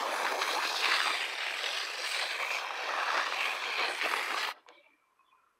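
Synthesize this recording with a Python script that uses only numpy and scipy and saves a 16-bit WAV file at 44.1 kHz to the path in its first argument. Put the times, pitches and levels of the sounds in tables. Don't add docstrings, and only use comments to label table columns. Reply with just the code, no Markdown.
import sys
import numpy as np
from scipy import signal
from scipy.fft import rfft, irfft
from scipy.io import wavfile
from scipy.ndimage import uniform_filter1d

SR = 44100
rng = np.random.default_rng(int(sys.argv[2]) if len(sys.argv) > 2 else 0)


def wav_record(signal):
    frames = np.transpose(np.atleast_2d(signal))
    bounded = np.clip(frames, -1, 1)
    quanta = np.round(bounded * 32767).astype(np.int16)
    wavfile.write(sys.argv[1], SR, quanta)


N = 246519
TIME = np.arange(N) / SR


def amp(db):
    return 10 ** (np.asarray(db) / 20)


def unit(x):
    return x / np.sqrt(np.mean(x ** 2) + 1e-20)


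def colour(points, hz):
    f, db = np.transpose(points)
    return amp(np.interp(np.log(hz + 1), np.log(f), db))


def tinted(x, points):
    return unit(irfft(rfft(x) * colour(points, np.fft.rfftfreq(len(x), 1 / SR)), len(x)))


def follow(table, t):
    times, *columns = np.transpose(table)
    return [np.interp(t, times, column) for column in columns]


def add(mix, start, sound):
    part = mix[round(start * SR):][:len(sound)]
    part += sound[:len(part)]


def drift(n, rate_hz):
    smoothing = signal.butter(2, rate_hz, fs=SR, output="sos")
    return unit(signal.sosfilt(smoothing, rng.standard_normal(SR)))[-n:]


def ping(hz, cycles, glide=0.):
    turns = np.arange(int(7 * cycles * SR / hz) + 4) * hz / SR
    age = turns / cycles
    return np.sin(2 * np.pi * turns * (1 + glide * age)) * (1 - np.exp(-4 * turns)) * np.exp(-age)


def shower(per_s, spread_db, cycles, glide, low_hz, high_hz, count=40):
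    pitches, out = np.geomspace(low_hz, high_hz, count), np.zeros(N)
    for hz, share in zip(pitches, pitches ** .7 / np.sum(pitches ** .7)):
        chance = rng.random(N) * SR / (per_s * share)
        at = np.flatnonzero(chance < 1)
        sizes = np.minimum(-np.log(chance[at] + 1e-9), 4)
        hits = np.zeros(N)
        hits[at] = amp(spread_db * sizes) * (-1.) ** at
        out += np.sqrt(hz) * unit(signal.oaconvolve(hits, ping(hz, cycles, glide))[:N])
    return unit(out)


def swell(start, length, hz, lift_db, octaves=0, rise=0.12, fall=0.32):
    age = np.linspace(0, 1, 11)
    strength = np.clip(np.minimum(age / rise, (1 - age) / fall), 0, 1)
    pitch = hz * 2 ** (octaves * age ** 2)
    return np.transpose([start + age * length, pitch, strength * lift_db])


def band(path, t, hz, width_hz, wobble=0.):
    centre_hz, lift_db = follow(path, t)
    churn = unit(uniform_filter1d(rng.standard_normal(len(t)), size=7))
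    centre_hz = centre_hz * (1 + wobble * churn)
    gain, on = np.ones((len(hz), len(t)), np.float32), lift_db != 0
    gain[:, on] = 1 + (amp(lift_db[on]) - 1) / (1 + (2 * (hz - centre_hz[on]) / width_hz) ** 2)
    return gain


# f/Hz, level/dB
AIR_COLOUR = [(15, -68.5), (25, -16.5), (158, -22), (438, -10.5), (879, -17.5), (1030, -4.5), (1860, -16),
              (2370, -16.5), (3930, -26.5), (12100, -27.5), (15000, -49)]

def garden_air():
    return amp(-76.5) * tinted(rng.standard_normal(N), AIR_COLOUR)


# f/Hz, level/dB
MIST_COLOUR = [(300, -3), (2000, -2), (4500, 3), (8000, 0), (15000, -1)]
# f/Hz, level/dB
SOIL_COLOUR = [(110, -64), (150, -45.5), (200, -29.5), (300, -6), (500, 2), (1000, 1.5), (2000, -3),
               (2650, -3.5), (2950, -6.5), (4800, -13.5), (5500, -17.5), (8300, -22), (12000, -29),
               (15500, -32)]
# t/s, heavy drops/dB, fine spatter/dB, mist/dB
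SPRAY_LEVELS = [(0.0, -33.5, -39, -45.5), (0.38, -39, -39, -42.5), (0.45, -37.5, -35.5, -40),
                (0.76, -40, -40.5, -41), (1.1, -41.5, -33.5, -43.5), (1.32, -41.5, -36, -51),
                (1.93, -46, -39, -49), (2.13, -45, -37, -47.5), (2.57, -42.5, -36, -50),
                (2.69, -43.5, -37, -58), (2.94, -40, -35.5, -54), (3.21, -40, -32, -49),
                (3.27, -42, -35, -52), (3.5, -38.5, -38, -50), (3.63, -44, -34.5, -52.5),
                (4.14, -47, -34, -46.5), (4.26, -43, -34, -46), (4.49, -46, -35, -46.5)]
DROP_BORDERS = [1450, 5000]

def spray():
    drops = shower(per_s=6500, spread_db=3.5, cycles=0.55, glide=0., low_hz=233, high_hz=15500)
    bubbles = shower(per_s=1500, spread_db=3, cycles=15, glide=0.023, low_hz=352, high_hz=9002)
    water = drops + amp(-5) * bubbles + amp(0.5) * tinted(rng.standard_normal(N), MIST_COLOUR)
    water *= amp(1.2 * unit(uniform_filter1d(rng.standard_normal(N), size=260)))
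    hz, t, grid = signal.stft(water, SR, nperseg=512, noverlap=384)
    hz = hz[:, None]
    patches = uniform_filter1d(rng.standard_normal(grid.shape), size=5, axis=0)
    patches = unit(uniform_filter1d(patches, size=36, axis=1))
    shape = colour(SOIL_COLOUR, hz) * amp(1.5 * patches)
    shape *= sliding_dips(t, hz) * swirling_echoes(t, hz) * steady_tone(t, hz)
    below = [0 * hz] + [1 / (1 + (hz / f) ** 6) for f in DROP_BORDERS] + [1 + 0 * hz]
    power_gain = 0
    for part, db in zip(np.diff(below, axis=0), follow(SPRAY_LEVELS, t)):
        power = uniform_filter1d(np.mean(part * abs(grid * shape) ** 2, axis=0), size=45)
        power_gain = power_gain + part * amp(db) ** 2 / (abs(power) + 1e-20)
    grid = grid * shape * np.sqrt(power_gain * np.mean(abs(grid) ** 2))
    for effect in (shifting_tone, digging, hollows, sizzles, flares, lulls):
        grid *= effect(t, hz)
    sound = signal.istft(grid, SR, nperseg=512, noverlap=384)[1][:N] / np.std(water)
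    valve_db, = follow([(4.487, -1), (4.502, -4.5), (4.522, -10), (4.535, -28), (4.57, -66)], TIME)
    return sound * amp(valve_db)


# t/s, length/s, start f/Hz, end f/Hz, dip/dB
ECHO_DIPS = [(-0.05, 0.87, 2860, 2900, -17), (-0.05, .75, 3680, 3780, -1.5), (-0.05, 0.7, 4500, 4700, -9),
             (-0.05, 1.4, 5500, 5600, -6), (.65, 1.8, 3130, 3000, -3), (1.245, .68, 6600, 6880, -12),
             (1.338, 0.53, 5420, 5030, 0), (1.55, 0.59, 4220, 3650, -11), (1.58, 0.47, 2370, 2190, -22.5),
             (2.103, .62, 3470, 3370, -6), (2.121, 0.67, 5480, 4800, -3), (2.2, 1.08, 2860, 2990, -17.5),
             (2.3, 0.95, 8080, 7960, -3), (2.62, 0.53, 4630, 4840, -7.5), (2.65, .65, 3560, 3760, -9.5),
             (3.3, 0.68, 2890, 2700, -12), (3.4, 1.3, 3580, 3580, -4), (3.5, 0.2, 4740, 4950, -16),
             (3.78, 0.5, 5630, 5700, -3), (3.95, 0.39, 3800, 4000, -10), (3.95, 0.57, 3100, 3000, -11),
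             (4.2, 0.42, 5400, 5150, -3)]

def sliding_dips(t, hz):
    gain = 1
    for start, length, start_hz, end_hz, db in ECHO_DIPS:
        path = swell(start, length, start_hz, db, rise=.15, fall=.15)
        path[:, 1] = np.linspace(start_hz, end_hz, len(path))
        gain = gain * band(path, t, hz, width_hz=.05 * start_hz)
    return gain


def swirling_echoes(t, hz, strength=.14):
    gain = 1
    for delay_s in np.geomspace(.0009, .005, 6):
        wander = uniform_filter1d(rng.standard_normal(len(t)), size=200)
        wander = unit(uniform_filter1d(wander, size=200))
        gain = gain + strength * np.exp(2j * np.pi * hz * delay_s * (1 + 0.11 * wander))
    return abs(gain)


# f/Hz, width/Hz, lift/dB
STEADY_BANDS = [(753, 60, 3), (1013, 60, 4), (1240, 90, 3), (1380, 150, -2), (1600, 70, 4),
                (1730, 90, -1.5), (2345, 110, 3), (2520, 80, 1.5), (4790, 90, 3), (5720, 160, 3),
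                (9900, 250, 3), (11500, 300, 3)]

def steady_tone(t, hz):
    gain = 1
    for centre_hz, width_hz, lift_db in STEADY_BANDS:
        gain = gain * band([(0, centre_hz, lift_db)], t, hz, width_hz)
    return gain


# t/s, f/Hz, lift/dB
POT_ECHO = [(0.0, 2420, -8), (0.17, 2300, -5), (0.35, 1420, -2.5), (0.56, 1430, -0.5), (0.75, 1410, -3),
            (1.06, 1360, 6.5), (1.26, 1170, -12), (2.08, 850, -3.5), (2.34, 1330, -2), (2.65, 2000, -11),
            (3.29, 2120, -6.5), (4.3, 1720, 0)]
# t/s, f/Hz, lift/dB
HAND_SHADOW = [(0, 8140, -4), (.65, 8050, -5), (1.2, 6300, -1.5), (1.8, 6830, -1), (2.45, 5140, -3.5),
               (2.59, 4800, 1), (2.66, 4300, -8.5), (2.85, 4600, -0.5), (4.5, 6160, -2.5)]
# t/s, lift/dB
LOW_PATTER = [(0, 13.5), (.9, 3.5), (1.7, -19), (3.0, -0.5), (3.7, -4), (4.15, 10)]

def shifting_tone(t, hz):
    echo = band(POT_ECHO, t, hz, width_hz=320)
    shadow = band(HAND_SHADOW, t, hz, width_hz=1700)
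    bass = band([(time, 171, db) for time, db in LOW_PATTER], t, hz, width_hz=130)
    return echo * shadow * bass


# t/s, length/s, start f/Hz, climb/octaves, lift/dB, gurgle trim/dB
FILLING_HOLLOWS = [(0.03, 0.15, 570, .3, 3.5, -3), (.22, 0.06, 780, .8, 6, 0),
                   (0.338, .092, 690, 1.05, 8, -4.5), (0.535, 0.08, 740, .8, 9.5, 0),
                   (0.694, 0.08, 830, .7, 5.5, -1.5), (1.055, 0.075, 810, .8, 7, -1.5),
                   (1.602, 0.23, 500, 1, 3.5, -1.5), (1.93, 0.16, 463, 1, 4, -3),
                   (2.14, .15, 500, 1, 3.5, -1.5), (3.059, 0.25, 1060, .6, 2, -3),
                   (4.035, 0.06, 560, .6, 7, -1.5)]
HOLLOW_FADE = 0.22

def hollows(t, hz):
    gain = 1
    for start, length, start_hz, octaves, lift_db, _ in FILLING_HOLLOWS:
        path = swell(start, length, start_hz, lift_db, octaves, fall=HOLLOW_FADE)
        gain = gain * band(path, t, hz, width_hz=91, wobble=.02)
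    return gain


def gurgles(throb_hz=60):
    out = np.zeros(N)
    for start, length, start_hz, octaves, lift_db, trim_db in FILLING_HOLLOWS:
        t = start + np.arange(int(length * SR)) / SR
        hz, lift = follow(swell(start, length, start_hz, lift_db, octaves, fall=HOLLOW_FADE), t)
        pitch = hz * (1 + .02 * drift(len(t), throb_hz))
        tone = np.sin(2 * np.pi * np.cumsum(pitch) / SR)
        throb = unit(amp(1.9 * drift(len(t), throb_hz)))
        heavy_drops_db = follow(SPRAY_LEVELS, t)[0]
        add(out, start, tone * throb * (amp(lift) - 1) * amp(heavy_drops_db + trim_db))
    return out


# t/s, length/s, f/Hz, width/Hz, lift/dB
PUDDLE_HITS = [(0.052, 0.31, 1800, 795, 6), (0.234, 0.1, 1980, 1100, 4), (0.415, 0.021, 4200, 3000, 10),
               (0.416, 0.061, 1630, 500, 5), (0.489, 0.075, 3930, 1500, 8), (0.58, 0.099, 1710, 900, 8),
               (0.61, 0.61, 4140, 1980, 9), (0.817, 0.18, 2120, 1310, 8.5), (1.044, 0.33, 4230, 2480, -1),
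               (1.162, 0.12, 2880, 800, 7), (1.39, 0.13, 3000, 1400, 6), (1.558, 0.36, 4240, 2200, 8.5),
               (1.975, 0.46, 4200, 2000, 7.5), (2.122, 0.14, 2270, 900, 2.5), (2.367, 0.15, 2300, 250, 4.5),
               (2.496, 0.1, 2470, 400, 8.5), (2.74, 0.64, 1320, 800, 5), (2.603, 0.99, 2360, 330, 1),
               (3.355, 0.2, 2550, 563, 13), (3.528, 0.33, 2360, 300, 2.5), (3.767, 0.125, 3140, 2000, 6.5),
               (4.008, 0.077, 2400, 1000, 5.5), (4.36, 0.13, 3620, 2200, 3.5)]

def sizzles(t, hz):
    gain = 1
    for start, length, centre_hz, width_hz, lift_db in PUDDLE_HITS:
        gain = gain * band(swell(start, length, centre_hz, lift_db), t, hz, width_hz, wobble=0.043)
    return gain


# t/s, length/s, f/Hz, lift/dB
NOZZLE_TURNS = [(0.088, 0.2, 10200, 7), (0.1, .22, 6200, 1.5), (0.79, 0.89, 8350, 6.5),
                (1.25, 0.92, 7600, 4.5), (1.64, 0.27, 5500, 1.5), (1.73, 0.25, 4500, 4.5),
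                (1.639, .2, 10500, 5), (1.896, 0.19, 5700, 5.5), (1.97, 0.41, 8300, 11.5),
                (2.02, 0.17, 14000, 12), (2.436, 0.2, 6470, 8.5), (2.363, 0.35, 14000, 9),
                (2.756, 0.32, 5600, 3.5), (3.03, 0.46, 5200, 3.5), (3.3, 0.35, 13500, 9),
                (3.25, 0.47, 7700, 4.5), (3.827, 0.21, 8900, 9), (4.007, 0.28, 11000, 9),
                (4.0, 0.2, 15000, 6), (4.34, 0.11, 7800, 4.5), (4.361, 0.068, 5500, 7),
                (4.372, 0.25, 14000, 10.5)]

def flares(t, hz):
    gain = 1
    for start, length, centre_hz, lift_db in NOZZLE_TURNS:
        path = swell(start, length, centre_hz, lift_db, rise=0.34, fall=0.51)
        gain = gain * band(path, t, hz, width_hz=0.21 * centre_hz, wobble=0.022)
    return gain


# t/s, level before the soil cushions it/dB, f/Hz, spatter fade/s
HEAVY_DROPS = [(0.266, -15.5, 1720, .004), (0.4185, -16.5, 1280, .003), (0.49, -16.5, 1120, .003),
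               (0.636, -20, 1400, .004), (0.745, -20.5, 1150, .003), (0.8455, -12.5, 2360, 0.0014),
               (0.862, -14.5, 2370, 0.0049), (0.911, -15, 1870, 0.0019), (0.921, -12.5, 1540, .004),
               (0.9365, -18.5, 1260, .002), (1.003, -10.5, 1640, 0.0017), (1.016, -18, 1540, .002),
               (1.059, -23, 1210, 0.0022), (1.467, -20, 2060, .002), (1.482, -24, 2170, .003),
               (1.5074, -20.5, 1650, .003), (1.6408, -16.5, 2740, .003), (2.431, -19, 1130, .003),
               (2.448, -20, 2030, .002), (2.505, -17.5, 1800, 0.0033), (2.647, -23.5, 1080, .003),
               (2.706, -19, 1180, .003), (2.938, -18, 1190, .004), (2.9872, -19, 1140, .002),
               (3.023, -21, 1210, .003), (3.152, -19, 1250, 0.002), (3.177, -14.5, 1400, 0.0046),
               (3.196, -15, 1150, .004), (3.323, -19.5, 1150, 0.003), (3.407, -17, 2400, .003),
               (3.4548, -18.5, 2300, 0.0026), (3.639, -21, 2280, .003), (4.013, -13.5, 2040, 0.0018),
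               (4.019, -18, 2220, 0.0025), (4.038, -19, 2360, .004), (4.0585, -21.5, 730, .003),
               (4.073, -20, 1200, 0.0033), (4.1128, -19.5, 1240, .003), (4.137, -14, 1190, 0.0035),
               (4.194, -17.5, 1870, 0.002), (4.3055, -20.5, 1360, 0.0035), (4.344, -19.5, 1120, .003),
               (4.3642, -21, 1110, .003), (4.4881, -19.5, 1000, 0.0025)]

def splats(cushion_db=-3.5, spatter_db=-9.5, rise_s=0.0005):
    out, t = np.zeros(N), np.arange(900) / SR
    for start, db, hz, fade_s in HEAVY_DROPS:
        spatter_colour = [(200, -30), (hz / 2, -4), (hz, 0), (2 * hz, -8), (14000, -42)]
        spatter = tinted(rng.standard_normal(len(t)), spatter_colour)
        sound = amp(spatter_db) * spatter * np.exp(-t / fade_s)
        add(sound, 0, ping(hz, cycles=2))
        sound *= np.minimum(t / rise_s, 1)
        soft_soil = signal.butter(2, [hz / 2, 6000], "band", fs=SR, output="sos")
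        sound = signal.sosfilt(soft_soil, sound)
        add(out, start, amp(db + cushion_db) * sound / abs(sound).max())
    return out


# t/s, length/s, lift/dB
SOIL_DIGS = [(0.308, 0.13, 8), (0.51, 0.098, 4.5), (0.865, 0.051, 4.5), (1.035, 0.1, 5), (1.445, 0.086, 5),
             (1.584, 0.4, 2.5), (1.98, 0.11, 3), (2.143, 0.15, 5.5), (2.348, 0.2, 5), (2.486, 0.29, 3.5),
             (2.877, 0.18, 1.5), (3.12, 0.13, 5.5), (3.65, .06, 8), (3.764, 0.23, 12), (4.028, 0.069, 10.5),
             (4.089, 0.15, 11.5), (4.278, 0.16, 8.5), (4.455, .05, 8.5)]

def digging(t, hz, thud_hz=385):
    gain = 1
    for start, length, lift_db in SOIL_DIGS:
        gain = gain * band(swell(start, length, thud_hz, lift_db), t, hz, width_hz=660)
    return gain


# t/s, length/s, lift/dB
JET_SLIPS = [(1.52, .07, 1), (2.066, 0.058, -2.5), (2.269, .035, -3.5), (2.49, .018, -2.5),
             (3.552, 0.1, -1.5), (3.913, 0.087, -4.5), (4.245, 0.079, -2), (4.343, 0.019, -5.5)]

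def lulls(t, hz, centre_hz=2330):
    gain = 1
    for start, length, db in JET_SLIPS:
        gain = gain * band(swell(start, length, centre_hz, db), t, hz, width_hz=8500)
    return gain


# t/s, rise/s, hold/s, level/dB, fall/(dB/s)
LAST_WATER = [(4.45, 0.023, 0.11, -57, 258), (4.666, 0.024, 0.014, -56.5, 242)]
# f/Hz, level/dB
FIZZ_COLOUR = [(150, -47), (280, -2), (550, 1), (1000, 1.5), (1600, -3), (2500, -9), (3900, -13),
               (5500, -25), (7000, -43), (12000, -50)]

def soil_fizz(fizz_db=-79, fall_db_per_s=12):
    bubbles = shower(per_s=2400, spread_db=-0.5, cycles=14, glide=0.018, low_hz=223, high_hz=8860,
                     count=20)
    age = TIME - LAST_WATER[0][0]
    level = amp(fizz_db - fall_db_per_s * age) * (age > 0)
    for start, rise, hold, db, fall in LAST_WATER:
        fade_in = np.clip((TIME - start) / rise, 0, 1)
        falling_s = np.maximum(TIME - start - rise - hold, 0)
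        level = np.hypot(level, fade_in * amp(db - fall * falling_s))
    return tinted(bubbles + rng.standard_normal(N), FIZZ_COLOUR) * level


# t/s, hold/s, f/Hz, level/dB, rate/(bubbles/s)
BUBBLE_STRINGS = [(4.662, 0.13, 2333, -64, 180), (4.829, 0.079, 2330, -65, 137),
                  (5.019, 0.069, 1040, -73.5, 90), (5.175, 0.081, 1064, -70, 60),
                  (5.3, .06, 1040, -70.5, 85), (5.302, 0.047, 2476, -72.5, 140),
                  (5.367, 0.06, 1360, -71.5, 100), (5.4, 0.11, 1050, -81, 66)]

def trickles(ring_s=0.011, pitch_scatter=0.019, spread_db=4.5, rise_s=.015, fall_db_per_s=115.5):
    out, t = np.zeros(N), np.arange(SR // 2) / SR
    for start, hold, hz, db, per_s in BUBBLE_STRINGS:
        string = np.zeros(len(t))
        for k, (late, pitch, loud) in enumerate(rng.standard_normal(size=(120, 3))):
            bubble = ping(hz * (1 + pitch_scatter * pitch), cycles=ring_s * hz)
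            add(string, abs(k + .25 * late) / per_s, amp(spread_db * loud) * bubble)
        level = np.minimum(t / rise_s, 1) * amp(db - fall_db_per_s * np.maximum(t - hold, 0))
        add(out, start, level * unit(string))
    return out


# t/s, level before dulling/dB, f/Hz, fade/s
VALVE_RINGS = [(4.664, -44.5, 990, .004), (4.688, -28, 3020, 0.00015), (4.688, -51.5, 6450, 0.0016),
               (4.69, -58, 1000, .002)]

def trigger():
    out, t = np.zeros(N), np.arange(1500) / SR
    for start, db, hz, fade_s in VALVE_RINGS:
        add(out, start, amp(db) * np.sin(2 * np.pi * hz * t) * np.exp(-t / fade_s))
    return signal.sosfilt(signal.butter(4, [450, 7500], "band", fs=SR, output="sos"), out)


def waver(length, hz, width_hz, sag, wander_hz=13.5, stutter_db=1.5, rate_hz=30):
    n = int(length * SR)
    pitch = hz * (1 + sag * np.linspace(.5, -.5, n)) + wander_hz * drift(n, rate_hz)
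    breath = drift(n, width_hz / 2) + 1j * drift(n, width_hz / 2)
    tone = (breath * np.exp(2j * np.pi * np.cumsum(pitch) / SR)).real
    stutter = amp(stutter_db * drift(n, rate_hz))
    return unit(tone * stutter * signal.windows.tukey(n, .7))


def nozzle_sigh(start=4.665, db=-67, fade_db=21):
    out = np.zeros(N)
    hiss = waver(length=0.3, hz=3520, width_hz=780, sag=0.33)
    add(out, start, hiss * amp(db - np.linspace(0, fade_db, len(hiss))))
    return out


# t/s, length/s, f/Hz, level/dB
DRAIN_SQUEAKS = [(4.694, .12, 3170, -75), (4.696, .08, 3400, -73), (4.677, 0.11, 987, -65),
                 (4.679, 0.16, 575, -68.5), (4.685, 0.18, 319, -75), (4.76, 0.052, 3820, -73),
                 (4.79, 0.097, 2690, -73.5), (4.83, 0.088, 880, -74), (4.826, 0.072, 606, -74),
                 (4.878, 0.092, 311, -77), (4.905, 0.08, 1860, -81), (5.011, 0.044, 1340, -76),
                 (5.176, 0.067, 2515, -76), (5.236, 0.093, 3420, -79), (5.267, .06, 3100, -82),
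                 (5.31, 0.063, 1250, -75.5), (5.32, .05, 957, -77), (5.455, 0.057, 1240, -76)]

def squeaks():
    out = np.zeros(N)
    for start, length, hz, db in DRAIN_SQUEAKS:
        width_hz = 64 * (hz / 1000) ** 0.31
        add(out, start, amp(db) * waver(length, hz, width_hz, sag=0.012))
    return out


def scene():
    water = spray() + gurgles() + splats()
    water += soil_fizz() + trigger() + nozzle_sigh() + squeaks() + trickles()
    no_bass = signal.butter(8, 168, "high", fs=SR, output="sos")
    return (signal.sosfilt(no_bass, water) + garden_air())[None]


# f/Hz, width/Hz
MICROPHONE_DIPS = [(7110, 330), (9500, 380)]
TOP_HZ = 15720

def record(dry):
    for hz, width_hz in MICROPHONE_DIPS:
        dry = signal.lfilter(*signal.iirnotch(hz, hz / width_hz, SR), dry)
    top_cut = signal.firwin(801, TOP_HZ, window=("kaiser", 9), fs=SR)
    return signal.oaconvolve(dry, top_cut[None], "same")


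dry = scene()
out = record(dry)
wav_record(out)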